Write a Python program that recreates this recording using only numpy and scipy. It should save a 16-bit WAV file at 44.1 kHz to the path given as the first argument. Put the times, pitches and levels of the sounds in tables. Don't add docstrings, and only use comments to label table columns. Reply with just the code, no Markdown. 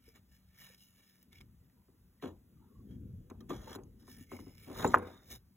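import sys
import numpy as np
from scipy import signal
from scipy.fft import rfft, irfft, next_fast_len
from scipy.io import wavfile
from scipy.ndimage import uniform_filter1d, map_coordinates

SR = 44100
rng = np.random.default_rng(int(sys.argv[2]) if len(sys.argv) > 2 else 0)


def inscribe(sig):
    pcm = np.round(np.clip(np.atleast_2d(sig).T, -1, 1) * 32767)
    wavfile.write(sys.argv[1], SR, pcm.astype(np.int16))


N = 245195

# (f/Hz, relative level/dB)
HISS_COLOUR = [(150, 7), (400, 1), (1000, -2), (2500, -6.5), (4600, -6.5), (7000, -8.5), (11000, -5),
               (13000, 2.5), (15800, -4.5)]
# (f/Hz, relative level/dB)
MURMUR_COLOUR = [(300, -10), (600, -3.5), (1000, -9.5), (1400, -6.5), (2200, -14), (3000, -16)]
# (t/s, strength/dB)
WIND_STRENGTH = [(0.0, -68.5), (0.2, -64.5), (0.4, -70.5), (1.25, -66), (1.43, -57), (1.56, -66),
                 (2.11, -64), (2.26, -62.5), (2.68, -59), (2.91, -50.5), (3.27, -53), (3.64, -54),
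                 (4.27, -58), (4.73, -58), (4.79, -50.5), (4.9, -46), (5.0, -51), (5.13, -56.5),
                 (5.56, -68.5)]
# (f/Hz, relative level/dB)
BUFFET_COLOUR = [(20, -36.5), (40, 9.5), (70, 9.5), (110, 7.5), (200, -3), (300, -65)]
# (f/Hz, relative level/dB)
FLUTTER_COLOUR = [(120, -19), (220, 7.5), (350, -5), (500, -11), (800, -46), (1200, -61.5)]
# (t/s, hold/s, pitch f/Hz, level/dB)
WHISTLES = [(1.768, 0.054, 990, -82.5), (2.574, 0.029, 1170, -84), (2.61, 0.054, 905, -76.5),
            (2.627, 0.073, 1310, -81.5), (2.69, 0.12, 1110, -79.5)]
# (t/s, ring level/dB,
# pitch f/Hz, time to fade by 60 dB/s, crack level against the ring/dB)
SHORT_RINGS = [(0.079, -57, 454, 0.11, -30), (0.7, -53, 500, 0.037, -34), (1.2284, -48, 13900, .015, -7),
               (1.3295, -51, 3570, 0.013, -3), (1.3594, -62, 2840, 0.022, -6),
               (1.3856, -51, 3390, 0.017, -9), (1.411, -43.5, 2220, 0.017, -7),
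               (1.646, -68, 3500, .012, -12), (1.698, -57, 1880, 0.0089, -15),
               (2.199, -61, 1940, 0.03, -19), (3.405, -59.5, 3200, .04, -20),
               (3.408, -56.5, 1207, .06, -18), (3.506, -35.5, 1183, 0.063, -30),
               (3.673, -45.5, 890, 0.098, -25), (3.8353, -52.5, 6450, 0.018, -6),
               (4.842, -33, 7150, 0.022, -20), (4.8455, -13, 823, 0.027, -34.5),
               (4.8758, -26.5, 7230, 0.021, -17.5), (4.886, -38, 7170, 0.023, -21),
               (4.984, -38, 10950, 0.013, -11.5)]
# (full contact t/s, rise/s, hold/s, hiss level/dB, change during the hold/dB,
# hum level of the boards/dB, treble change/dB, share of board on board against hand on board/0-1,
# singing resonance f/Hz, its level against the hiss/dB)
STROKES = [(0.074, 0.13, 0.048, -54, -9, -80, -11.5, 0.04, 2300, -21),
           (0.159, 0.04, 0.031, -52.5, -13, -62, -14, 0.26, 1790, -19),
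           (0.332, 0.099, 0.19, -63, -22, -83, -9, 0.2, 1740, -18),
           (0.615, 0.15, 0.13, -48, -5, -69.5, -11.5, 0.23, 1785, -21),
           (0.814, 0.13, 0.15, -63, -13, -101, -1.5, 0.22, 2880, -11.5),
           (0.994, 0.13, 0.25, -58, -9, -81, -10.5, 0.2, 1785, -24),
           (1.326, 0.027, 0.059, -54, -1.5, -76, -16, 0.3, 2220, -15.5),
           (1.407, 0.0088, 0.0096, -51.5, -5, -61.5, -15, 0.35, 2200, -18),
           (2.225, 0.016, 0.085, -45.5, -16, -76, -15.5, 0.9, 3380, -19.5),
           (2.912, 0.1, 0.045, -66.5, -4.5, -73.5, -9.5, 0.64, 3230, -13),
           (3.495, 0.011, 0.1, -48.5, -12, -50.5, -9, 0.85, 3370, -14),
           (3.623, 0.077, 0.12, -57, 6.5, -58, -8.5, 0.9, 3320, -16),
           (3.998, 0.03, 0.12, -69.5, -8.5, -73, -3.5, 0.3, 1820, -17),
           (4.084, 0.039, 0.15, -54, -4, -73.5, -6.5, 0.08, 1766, -16),
           (4.318, 0.084, 0.37, -52, -22.5, -78, -7.5, 0.05, 2157, -11),
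           (4.604, 0.17, 0.2, -56.5, 3.5, -77, -11, 0.09, 1790, -26),
           (4.805, 0.15, 0.15, -46, -10, -42.5, -2.5, 0.83, 3680, -14),
           (4.985, 0.045, 0.24, -63, -27.5, -44, -23, 0.94, 3716, -9),
           (5.073, 0.18, 0.18, -60, -9.5, -64.5, -7.5, 0.52, 3660, -9.5),
           (5.312, 0.091, 0.045, -47, -1.5, -59.5, -4.5, 0.1, 3756, -12.5)]
# (f/Hz, half width/Hz, hand on board level/dB, board on board level/dB)
RUBBING_MODES = [(1310, 50, -8, -5.5), (1794, 53, -2.5, 5.5), (2253, 91, 1, -2.5), (2892, 80, -0.5, 0),
                 (3356, 130, -5, 3), (3910, 270, -4, 7), (4840, 100, -12, -27.5), (5183, 120, 8, 2),
                 (5830, 270, -6, 1), (6535, 400, -4, 1.5), (7230, 220, -4, -2), (8000, 592, -16.5, -20.5),
                 (9960, 350, 0, -2), (13000, 2100, -8, -8), (13540, 1900, -1, -5)]
# (f/Hz, relative level/dB)
SLIDE_HUM_COLOUR = [(300, 2.5), (600, -1), (1000, -8.5), (1400, -8), (2200, -13.5), (3000, -34)]
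# (t/s, ring peak level/dB, hardness/dB per octave, crack level against the ring peak/dB,
# rattle level against the ring peak/dB)
KNOCKS = [(0.076, -58, -12, -43, -7), (0.153, -60, -4, -29, 2), (1.884, -56.5, -6.5, -30, 1),
          (2.225, -38.5, -0.5, -20, 7.5), (2.232, -38, -6, -43, 6), (2.239, -28.5, -2.5, -33, -22),
          (2.258, -34, -3, -38, 1), (2.272, -39.5, -6, -20, 1.5), (3.2994, -52, 6, -3, 14.5),
          (3.311, -38.5, -4, -51, -31), (3.405, -49.5, -5.5, -4.5, 1), (3.493, -49, -13.5, -3, 23.5),
          (3.505, -32, 0.5, -21, 2), (3.519, -43, 1, -49, -26), (3.538, -50, 5, -25, -13),
          (3.750, -39.5, 3, -5, 2), (3.757, -35.5, -4.5, -13.5, -3), (3.786, -39, -4.5, -30.5, -2.5),
          (4.08, -46, -2, -37, -4.5), (4.207, -45, -37, -11, -54), (4.3175, -37, -0.5, -27, 6),
          (4.331, -36.5, -29, -18, -22.5), (4.39, -43, -2, -33, -2), (4.4, -40.5, -39.5, -23, -1.5),
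          (4.466, -44, -7, -44, -0.5), (4.477, -48.5, -20, -26.5, -4), (4.668, -46, -8, -39, 11.5),
          (4.683, -44.5, -3, -35, 0), (4.699, -37.5, -5, -30.5, -0.5), (4.713, -43, -1.5, -27, 8.5),
          (4.824, -34.5, -2, -17, 15), (4.846, -16.5, 2, -20, -2), (4.863, -24.5, -3, -20, -25.5),
          (4.884, -51, -2.5, -33, -17.5), (4.937, -28, 12, -21, -36), (4.9426, -4, 14, -33, -13),
          (4.9463, -19.5, 12, -35, -9), (4.959, -24, 0, -37.5, -10.5), (4.972, -26, 10.5, -31.5, -8),
          (4.992, -35, 1.5, -33.5, -5.5), (5.304, -49, -18.5, -15.5, -1)]
# (f/Hz, relative level/dB, time to fade by 60 dB/s)
BOARD_MODES = [(89.2, -14, 0.37), (203.8, 2, 0.03), (249, -0.5, 0.068), (380.7, 4, 0.052), (496, -6, 0.089),
               (623, 0, 0.011), (777, 9, 0.014), (937, 5.5, 0.014), (1056, 10, 0.015), (1176, -7.5, 0.03),
               (1245, 4, 0.015), (1442, -0.5, 0.017), (1626, -15.5, 0.021), (2060, -36, 0.02),]
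# (f/Hz, relative level/dB)
PILE_COLOUR = [(100, -4.5), (300, 8.5), (1000, -11.5), (1700, -9.5), (2500, 1), (5000, -23.5),
               (16000, -36.5)]
# (f/Hz, time to fade by 60 dB/s)
PILE_FADE = [(200, 0.18), (1000, 0.21), (2000, 0.046), (8000, 0.0082)]
# (f/Hz, likeness/0-1)
LIKENESS = [(60, .99), (170, .97), (350, .93), (520, .85), (700, .6), (1000, .87), (1400, .93), (2200, .72),
            (2800, .7), (3500, .9), (4300, .99)]
# (f/Hz, left minus right level/dB)
LEAN = [(100, 1), (330, 4), (700, -1), (1300, 0), (2400, -1.5), (4000, 0)]
# (f/Hz, phase/radians)
PHASE_TURN = [(60, 0), (170, .2), (350, .5), (690, 1.1), (1000, -.2), (1400, -.2), (1750, -.65),
              (2240, -1.4), (2750, -.4), (3400, 0)]

HISS_DB, MURMUR_DB = -77, -84
DRONE_HZ, DRONE_WIDTH_HZ, DRONE_DB = 187.3, 4.3, -76.5
FLUTTER_DB, FLUTTER_GROWS = -7.5, 1.2
WHISTLE_RISE_S, WHISTLE_WIDTH_HZ = 0.04, 70
RISE_DB, RELEASE_S = 37, 0.053
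SING_WIDTH_HZ = 172
RATTLE_HARD = 0.35
TOP_HZ, WIDEN_HZ, LAG_S = 15830, 2525, 1 / 4250


def amp(db):
    return 10 ** (np.asarray(db) / 20)


def unit(x):
    return x / np.sqrt(np.mean(x ** 2) + 1e-20)


def along(points, hz):
    f, value = np.transpose(points)
    return np.interp(np.log(hz + 1), np.log(f + 1), value)


def shape(points):
    return lambda hz: amp(along(points, hz))


def wobble(rate):
    points = rng.standard_normal(int(N * rate / SR) + 4)
    return map_coordinates(points, [np.arange(N) * rate / SR])


def filtered(x, response):
    size = next_fast_len(N + SR // 2)
    spectrum = rfft(x, size) * response(np.fft.rfftfreq(size, 1 / SR))
    return irfft(spectrum, size)[..., :N]


def band(centre, width):
    return lambda hz: 1 / (1 + ((hz - centre) / width) ** 2)


def stereo_angle(hz):
    return np.arccos(along(LIKENESS, hz)) / 2


def rush(gain, patchy_db, lumps=1):
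    grid = signal.stft(lumps * rng.standard_normal((2, N)), nperseg=512)[2]
    patches = uniform_filter1d(rng.standard_normal(grid.shape[1:]), size=3, axis=0)
    patches = uniform_filter1d(patches, size=16, axis=1)
    pair = signal.istft(grid * amp(patchy_db * unit(patches)), nperseg=512)[1][:, :N]

    def split(hz):
        return gain(hz) * [np.cos(stereo_angle(hz)), np.sin(stereo_angle(hz))]

    mid, side = filtered(pair, split)
    return unit(np.array([mid + side, mid - side]))


def add(out, s, db, sound):
    out[:, round(s * SR):][:, :sound.shape[-1]] += amp(db) * sound


def swell_and_fade(s, rise, hold, change_db):
    times = s + np.cumsum([-rise, rise, hold, RELEASE_S])
    levels = [-RISE_DB, 0, change_db, change_db - RISE_DB]
    return amp(np.interp(np.arange(N) / SR, times, levels, left=-200, right=-200))


def rubbing(column):
    hz, width, db = np.transpose(RUBBING_MODES)[[0, 1, column], :, None]

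    def gain(f):
        peaks = np.sum(amp(2 * db) * band(hz, width)(f) ** 2, 0)
        return np.sqrt(amp(-26.5) + peaks) * f ** 2 / (f ** 2 + 1300.0 ** 2)

    return gain


def woody(f):
    hz, level = np.transpose(BOARD_MODES)[:2, :, None]
    peaks = np.sum(amp(0.15 * level) * band(hz, 0.029 * hz)(f) ** 2, 0)
    return np.sqrt(amp(-11.5) + peaks)


def hiss_and_murmur():
    hiss = rush(shape(HISS_COLOUR), patchy_db=2)
    murmur = rush(shape(MURMUR_COLOUR), patchy_db=2.5)
    return amp(HISS_DB) * hiss + amp(MURMUR_DB) * murmur


def drone():
    noise = rng.standard_normal(N)
    return amp(DRONE_DB) * unit(filtered(noise, band(DRONE_HZ, DRONE_WIDTH_HZ)))


def wind():
    strength_db = np.interp(np.arange(N) / SR, *np.transpose(WIND_STRENGTH))
    mean_db = strength_db.mean()
    flutter_db = mean_db + FLUTTER_DB + FLUTTER_GROWS * (strength_db - mean_db)
    buffet = rush(shape(BUFFET_COLOUR), patchy_db=3, lumps=amp(2.5 * wobble(7)))
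    flutter = rush(shape(FLUTTER_COLOUR), patchy_db=3, lumps=amp(1.5 * wobble(25)))
    return amp(strength_db) * buffet + amp(flutter_db) * flutter


def whistles():
    out = np.zeros(N)
    for s, hold, hz, db in WHISTLES:
        tone = unit(filtered(rng.standard_normal(N), band(hz, WHISTLE_WIDTH_HZ)))
        out += amp(db) * swell_and_fade(s, WHISTLE_RISE_S, hold, 0) * tone
    return out


def short_rings():
    out, t = np.zeros((2, N + SR)), np.arange(SR // 5) / SR
    for s, db, hz, t60, crack_db in SHORT_RINGS:
        ring = amp(-60 * t / t60) * np.sin(2 * np.pi * hz * t) * (1 - np.exp(-t / 0.0018))
        noise = signal.lfilter(*signal.iirpeak(hz, 1, SR), rng.standard_normal(len(t)))
        crack = amp(crack_db - 60 * t / 0.0087) * unit(noise)
        add(out, s, db, ring + crack)
    return out[:, :N]


def sliding():
    catch = amp(3 * wobble(400) + 0.8 * wobble(60) + 0.5 * wobble(18))
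    hand = rush(rubbing(column=2), patchy_db=3.5, lumps=catch)
    board = rush(rubbing(column=3), patchy_db=3.5, lumps=catch)
    hum_lumps = amp(2 * wobble(200) + 1.2 * wobble(70) + 0.6 * wobble(20))
    hum = rush(lambda f: shape(SLIDE_HUM_COLOUR)(f) * woody(f), patchy_db=2.5, lumps=hum_lumps)
    grit = rush(np.ones_like, patchy_db=3, lumps=catch)
    faces = np.array([hand, board])
    treble = filtered(faces, lambda f: f ** 8 / (f ** 8 + 3130.0 ** 8))
    out = np.zeros((2, N))
    for s, rise, hold, hiss_db, change_db, hum_db, treble_db, share, sing_hz, sing_db in STROKES:
        now = slice(max(round((s - rise) * SR), 0), round((s + hold + RELEASE_S) * SR))
        mix = np.sqrt([1 - share, share])[:, None, None]
        coloured = faces[..., now] + (amp(treble_db) - 1) * treble[..., now]
        hiss = np.sum(mix * coloured, 0)
        mode = signal.iirpeak(sing_hz, sing_hz / SING_WIDTH_HZ, SR)
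        singing = signal.lfilter(*mode, signal.lfilter(*mode, grit[:, now]))
        hiss = hiss + amp(sing_db) * unit(singing)
        envelope = swell_and_fade(s, rise, hold, change_db)[now]
        out[:, now] += envelope * (amp(hiss_db) * hiss + amp(hum_db) * hum[:, now])
    return out


def rattle(length, hard_db):
    hz, t, grid = signal.stft(rng.standard_normal((2, length)), SR, nperseg=512)
    angle = stereo_angle(hz)[:, None]
    mid, side = grid[0] * np.cos(angle), grid[1] * np.sin(angle)
    octaves = np.log2(np.clip(hz, 200, 1500) / 600)
    colour_db = along(PILE_COLOUR, hz) + RATTLE_HARD * hard_db * octaves
    fade = amp(colour_db[:, None] - 60 * t / along(PILE_FADE, hz)[:, None])
    pair = np.array([mid + side, mid - side]) * fade * woody(hz)[:, None]
    tail = signal.istft(pair, SR, nperseg=512)[1][:, :length]
    swell = 1 - np.exp(-np.arange(length) / (0.018 * SR))
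    return tail / np.abs(tail).max() * swell


def knocks():
    out, cracks, t = np.zeros((2, N + SR)), np.zeros((1, N + SR)), np.arange(SR // 3) / SR
    hz, level, t60 = np.transpose(BOARD_MODES)[:, :, None]
    octaves = np.log2(np.maximum(hz, 250) / 600)
    rise = 1 - np.exp(-(t * np.maximum(hz, 250) / 1.23) ** 2)
    for s, db, hard_db, crack_db, rattle_db in KNOCKS:
        strength = level + hard_db * octaves + rng.normal(0, 1.6, hz.shape)
        tune = hz * (1 + rng.normal(0, 0.007, hz.shape))
        tones = rise * amp(strength - 60 * t / t60) * np.sin(2 * np.pi * tune * t)
        ring = np.sum(tones, 0)
        ring = ring / np.abs(ring).max()
        add(out, s, db, ring + amp(rattle_db) * rattle(len(t), hard_db))
        add(cracks, s, db + crack_db, amp(-60 * t / 0.032) * (1 - np.exp(-t / 0.0017)))
    crack_noise = rush(rubbing(column=3), patchy_db=4.0)
    return out[:, :N] + cracks[:, :N] * crack_noise


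def scene():
    background = hiss_and_murmur() + drone() + wind()
    return background + whistles() + short_rings() + sliding() + knocks()


def record(dry):
    sides = np.array([[1], [-1]])

    def response(hz):
        treble_part = hz ** 4 / (hz ** 4 + 1300 ** 4)
        phase = np.pi * LAG_S * (hz - WIDEN_HZ) * treble_part - along(PHASE_TURN, hz) / 2
        wide = amp(along(LEAN, hz) * sides / 2) * np.exp(1j * phase * sides)
        bass_cut = hz ** 2 / (hz ** 2 + 32 ** 2)
        return wide * bass_cut * (hz < TOP_HZ)

    return filtered(dry, response)


dry = scene()
out = record(dry)
inscribe(out)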